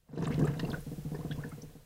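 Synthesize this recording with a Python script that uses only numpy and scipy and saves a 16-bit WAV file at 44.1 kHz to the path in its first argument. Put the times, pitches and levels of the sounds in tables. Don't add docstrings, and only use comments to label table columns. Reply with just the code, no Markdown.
import sys
import numpy as np
from scipy import signal
from scipy.fft import rfft, irfft
from scipy.io import wavfile

SR = 44100
rng = np.random.default_rng(int(sys.argv[2]) if len(sys.argv) > 2 else 0)


def dump(signal):
    limited = np.clip(np.atleast_2d(signal).T, -1, 1)
    pcm = np.round(limited * 32767).astype(np.int16)
    wavfile.write(sys.argv[1], SR, pcm)


N = 81585
PLINK_ATTACK_S = 0.0017


def amp(db):
    return 10 ** (np.asarray(db) / 20)


def unit(x):
    return x / np.sqrt(np.mean(x ** 2) + 1e-20)


def colour(points, hz):
    f, value = np.transpose(points)
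    return np.interp(np.log(hz + 1), np.log(f + 1), value)


def ticks(size):
    return np.arange(size) / SR


def fader(points):
    return amp(np.interp(ticks(N), *np.transpose(points)))


def add(mix, start_s, sound):
    part = mix[max(round(start_s * SR), 0):][:len(sound)]
    part += sound[:len(part)]


def ring(t, attack_s, t60):
    return (1 - np.exp(-t / attack_s)) * np.exp(-np.log(1000) * t / t60)


def noise(spectrum):
    gains = amp(colour(spectrum, np.fft.rfftfreq(N, 1 / SR)))
    return unit(irfft(rfft(rng.standard_normal(N)) * gains, N))


def puff(hz, width_octaves, t60):
    t = ticks(4096)
    octaves_off = np.log2((np.fft.rfftfreq(len(t), 1 / SR) + 1) / hz)
    band = 1 / (1 + (octaves_off / width_octaves) ** 2 / 2) ** 2
    return ring(t, attack_s=0.0009, t60=t60) * unit(irfft(rfft(rng.standard_normal(len(t))) * band))


def wobble(size, width_hz, share):
    hz = np.fft.fftfreq(size, 1 / SR)
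    fuzz = np.fft.ifft(np.exp(2j * np.pi * rng.random(size)) / (1 + (hz / width_hz) ** 2))
    return np.sqrt(1 - share) + np.sqrt(share) * fuzz / np.std(fuzz)


def echoes(x, decay):
    taps = rng.choice([-1., 1.], 16384) * (rng.random(16384) < .08)
    taps[:31] = 0
    hz, t, bands = signal.stft(taps, SR, nperseg=128)
    fade = np.exp(-np.log(1000) * t / colour(decay, hz)[:, None])
    tail = signal.istft(bands * fade, SR)[1]
    return signal.fftconvolve(x, tail / np.linalg.norm(tail))[:N]


def noise_floor():
    # (frequency [Hz], relative density [dB])
    hiss_colour = [(20, 20), (150, 28), (450, -2), (1100, 4.5), (7000, 2), (11000, 1), (15500, 1.5)]
    rumble_colour = [(5, -33), (18, -5), (29, 2), (37, -41), (45, -17), (70, -8), (200, -48)]
    # (time [s], level [dB])
    hiss_level = [(0, -74), (.18, -70), (.32, -56.5), (1.45, -55.5), (1.66, -57.5), (1.85, -62)]
    rumble_level = [(0, -71), (.2, -85), (.7, -45), (.86, -46.5), (1.4, -57.5), (1.85, -63)]
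    return noise(hiss_colour) * fader(hiss_level) + noise(rumble_colour) * fader(rumble_level)


def room(send):
    # (frequency [Hz], t60 [s])
    decay = [(150, 0.2), (2000, 0.21), (8000, 0.11)]
    return echoes(send, decay)


def slosh():
    # (frequency [Hz], relative density [dB])
    spectrum = [(15, -27), (45, -15.5), (68, -6), (81, -23), (97, -3.5), (125, -9.5), (250, -57.5)]
    # (time [s], level [dB])
    swells = [(0, -99), (.11, -80), (.19, -47.5), (.43, -41.5), (.6, -50.5), (.75, -47), (.85, -67),
              (1.3, -49), (1.85, -68.5)]
    return noise(spectrum) * fader(swells)


def churn():
    # (time [s], level [dB])
    stirring = [(0, -91), (.11, -68.5), (.16, -55.5), (.24, -43), (.33, -48.5), (.365, -52), (.42, -45.5),
                (.49, -47.5), (.53, -52.5), (.75, -48), (.83, -64), (1.05, -62), (1.17, -55), (1.45, -57),
                (1.85, -71)]
    # (pitch [Hz], relative level [dB])
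    balance = [(220, -14.5), (400, -4.5), (800, -9.5), (1400, -15), (3000, -21.5), (6000, -22.5),
               (12000, -34)]
    births_per_s, decay_cycles, spread_db = 70, 4.9, 3.5
    out, t = np.zeros(N), ticks(4096)
    for hz in np.geomspace(220, 12000, 36):
        age = t * hz / decay_cycles
        rising_hz = hz * (1 + 0.114 * np.minimum(age, 2))
        envelope = (1 - np.exp(-10 * age)) * np.exp(-age)
        bubble = envelope * np.sin(2 * np.pi * np.cumsum(rising_hz) / SR)
        births = rng.random(N) < births_per_s / SR
        strengths = amp(spread_db * np.minimum(rng.exponential(1, N), np.pi))
        out += amp(colour(balance, hz)) * unit(signal.oaconvolve(births * strengths, bubble)[:N])
    return unit(out) * fader(stirring)


def whistles():
    # (time [s], length [s], start pitch [Hz], end pitch [Hz], level [dB])
    pockets = [(1.182, .055, 700, 1284, -55.5), (1.371, 0.053, 772, 1506, -53)]
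    out = np.zeros(N)
    for s, length, from_hz, to_hz, db in pockets:
        progress = np.arange(0, 1, 1 / (length * SR))
        tone = np.exp(2j * np.pi * np.cumsum(from_hz + (to_hz - from_hz) * progress) / SR)
        flutter = wobble(N, width_hz=100, share=0.22)[:len(progress)]
        add(out, s, amp(db) * np.sqrt(np.sin(np.pi * progress)) * (tone * flutter).imag)
    return out


def pings(hz=3415, t60=0.16):
    # (time [s], level [dB])
    pops = [(0.715, -56), (1.312, -48.5)]
    out, t = np.zeros(N), ticks(8192)
    for s, db in pops:
        add(out, s, amp(db) * ring(t, PLINK_ATTACK_S, t60) * np.sin(2 * np.pi * hz * t))
    return out


def splats():
    # (time [s], level [dB], centre [Hz], t60 [s])
    films = [(.086, -63, 706, 0.11), (0.128, -55, 740, 0.11), (.173, -46.5, 800, 0.11),
             (0.2237, -32, 970, 0.024), (0.245, -47, 4060, 0.039), (0.254, -41.5, 1830, 0.029),
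             (0.2738, -39, 1100, 0.024), (0.305, -46, 1300, 0.21), (.319, -50.5, 2250, 0.27),
             (0.342, -41, 3670, 0.018), (.391, -39, 960, 0.039), (.392, -46.5, 5760, 0.039),
             (0.44, -50.5, 2430, 0.051), (0.449, -46.5, 10500, 0.018), (0.47, -40, 1290, 0.13),
             (.474, -49, 6850, 0.022), (0.537, -48, 1400, 0.09), (.5942, -37.5, 1125, 0.046),
             (0.594, -41, 3540, 0.056), (.679, -46.5, 700, 0.13), (.7315, -34.5, 1000, 0.034),
             (1.1455, -43.5, 900, 0.051), (1.249, -46.5, 710, 0.048), (1.324, -45, 2760, 0.031),
             (1.437, -48, 1310, 0.049)]
    out = np.zeros(N)
    for s, db, hz, t60 in films:
        add(out, s, amp(db) * puff(hz, width_octaves=0.66, t60=t60))
    return out


def plinks():
    # (time [s], start pitch [Hz], level [dB], t60 [s], glide [octaves/s])
    bubbles = [(.178, 4140, -48, 0.022, -10), (0.223, 6120, -48.5, 0.033, -9),
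               (0.254, 3700, -34, 0.023, -2), (0.269, 7620, -38, 0.018, -7), (0.274, 1076, -27, 0.027, 28),
               (.304, 251, -27, 0.053, 1), (0.2786, 9200, -38, 0.014, -4), (.324, 2177, -35.5, 0.047, 5),
               (.329, 494, -35, 0.033, -3), (.411, 520, -28, 0.019, 15), (0.412, 1057, -33, 0.03, 8),
               (0.424, 1600, -38, 0.02, 8), (0.4437, 1180, -32.5, 0.056, 9.5),
               (0.445, 398, -23, 0.067, 4.5), (.451, 7670, -40, 0.04, 3.5), (0.5956, 1880, -35, 0.044, 1.5),
               (.595, 2866, -32.5, 0.025, -3), (.596, 4520, -33.5, 0.021, -4),
               (0.649, 2730, -37.5, 0.027, 2), (0.649, 4200, -41.5, .025, 16.5),
               (0.7013, 4210, -30, 0.017, 5), (0.716, 3500, -33.5, 0.023, -6),
               (0.742, 1483, -25, 0.038, -3), (0.802, 10800, -47.5, 0.04, -15), (1.144, 393, -36, 0.083, 4),
               (1.147, 1740, -49, 0.094, 3.5), (1.149, 5020, -51, 0.038, 7), (1.31, 1347, -40, 0.051, 48),
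               (1.311, 3393, -35.5, 0.038, -5), (1.318, 1740, -42, 0.03, -5),
               (1.438, 1738, -34.5, 0.028, -2), (1.434, 1456, -44.5, 0.086, 4), (1.49, 8700, -45, 0.027, 9),
               (1.515, 2164, -52.5, 0.091, -1.5), (1.517, 1227, -42, 0.055, 17),
               (1.6186, 5760, -44, 0.035, 7.5)]
    all_fuzz_hz, fuzz_fade_s = 5230, 0.027
    out, t = np.zeros(N), ticks(4096)
    for s, hz, db, t60, glide in bubbles:
        fuzz_share = min(hz / all_fuzz_hz, 1) ** 2 * np.exp(-t / fuzz_fade_s)
        tone = np.exp(2j * np.pi * np.cumsum(hz * 2 ** (glide * t)) / SR)
        flutter = wobble(len(t), width_hz=0.1 * hz, share=fuzz_share)
        add(out, s, amp(db) * ring(t, PLINK_ATTACK_S, t60) * (tone * flutter).imag)
    return out


def glugs():
    # (time [s], level [dB], brightness [dB/octave], pitch [ratio])
    gulps = [(0.09, -36.5, -7.5, 0.87), (0.131, -31.5, 3, 0.9), (0.1728, -34.5, 8.5, 1.23),
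             (0.1898, -22.5, -4.5, 1.04), (0.2204, -21, -3, 1.07), (0.2638, -19, -4, 0.94),
             (0.3015, -19.5, 1, 0.85), (0.3382, -20, -9, 0.95), (0.3783, -22.5, 0, 1.2),
             (0.3947, -13.5, -1.5, 0.91), (0.4104, -27.5, 8.5, 1.02), (0.4224, -21.5, 5, 1.16),
             (0.4405, -24, 4.5, 0.92), (0.476, -17, -37, 0.96), (0.499, -25.5, 1.5, 1.04),
             (0.532, -36, 4, 1.05), (0.5634, -25.5, -5, 0.97), (0.593, -26, -1.5, 0.94),
             (0.6302, -21.5, 1.5, 1.056), (0.66, -33.5, 3, 1.2), (0.687, -27, 6, 0.79),
             (0.728, -27.5, 3, 1.06), (0.7793, -29.5, -10, 1.1), (0.8644, -26.5, -1, 0.9),
             (0.9155, -29.5, 4, 1), (0.9793, -28.5, -6, 1.15), (1.0496, -23.5, -3.5, 0.94),
             (1.1165, -26, -1, 1.02), (1.1432, -34, 4.5, 1.11), (1.1881, -29, 1, 1.01),
             (1.247, -27.5, 3, 1.05), (1.301, -24, -1.5, 0.94), (1.3413, -36.5, 3, 0.89),
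             (1.3777, -26.5, -1.5, 0.96), (1.4445, -29, 3.5, 0.87), (1.4638, -37.5, 6, 0.97),
             (1.5235, -31, -4, 0.98), (1.5767, -42, 9, 0.74), (1.6303, -35, 3, 0.94),
             (1.6897, -50, 5.5, 0.97), (1.752, -38.5, 1.5, 0.95)]
    # (frequency [Hz], level [dB], t60 [s], polarity [+/-1], gulp pitch tracking [0..1])
    modes = [(145.43, -3.5, 0.2, -1, 0.094), (170.7, -3, 0.075, 1, 0.96), (234.7, -10.5, 0.087, 1, 0.66),
             (269, -21.5, 0.14, 1, 0.23), (298.3, -9.5, 0.09, -1, 0.96), (311, -16.5, 0.1, 1, 0.025),
             (350.4, -17.5, 0.049, -1, 1), (410, -23, 0.14, -1, 0.034), (444, -22, 0.097, -1, 0.028),
             (483.8, -18, 0.13, 1, 0.021)]
    pivot_hz, tilt_top_hz, rush_db = 142.3, 384, -28.5
    out, t = np.zeros(N), ticks(14000)
    for s, db, tilt_db, pitch in gulps:
        for hz, mode_db, t60, polarity, tracking in modes:
            gain = amp(db + mode_db + tilt_db * np.log2(min(hz, tilt_top_hz) / pivot_hz))
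            attack_s = 0.0013 + 0.004 * (1 - tracking)
            tone = polarity * np.sin(2 * np.pi * hz * pitch ** tracking * t)
            add(out, s, gain * ring(t, attack_s, t60) * tone)
        add(out, s, amp(db + tilt_db + rush_db) * puff(hz=700, width_octaves=0.35, t60=0.099))
    return out


def scene():
    body = glugs()
    surface = plinks() + pings() + splats() + whistles() + churn()
    surface += amp(-12) * echoes(surface, decay=[(1000, 0.012)])
    reverb = room(amp(-14) * surface + amp(-26) * body)
    return (body + surface + reverb + noise_floor() + slosh())[None]


def record(dry):
    low_pass = signal.firwin(511, cutoff=15800, window=("kaiser", 9), fs=SR)
    return signal.oaconvolve(dry, low_pass[None], "same")


dry = scene()
out = record(dry)
dump(out)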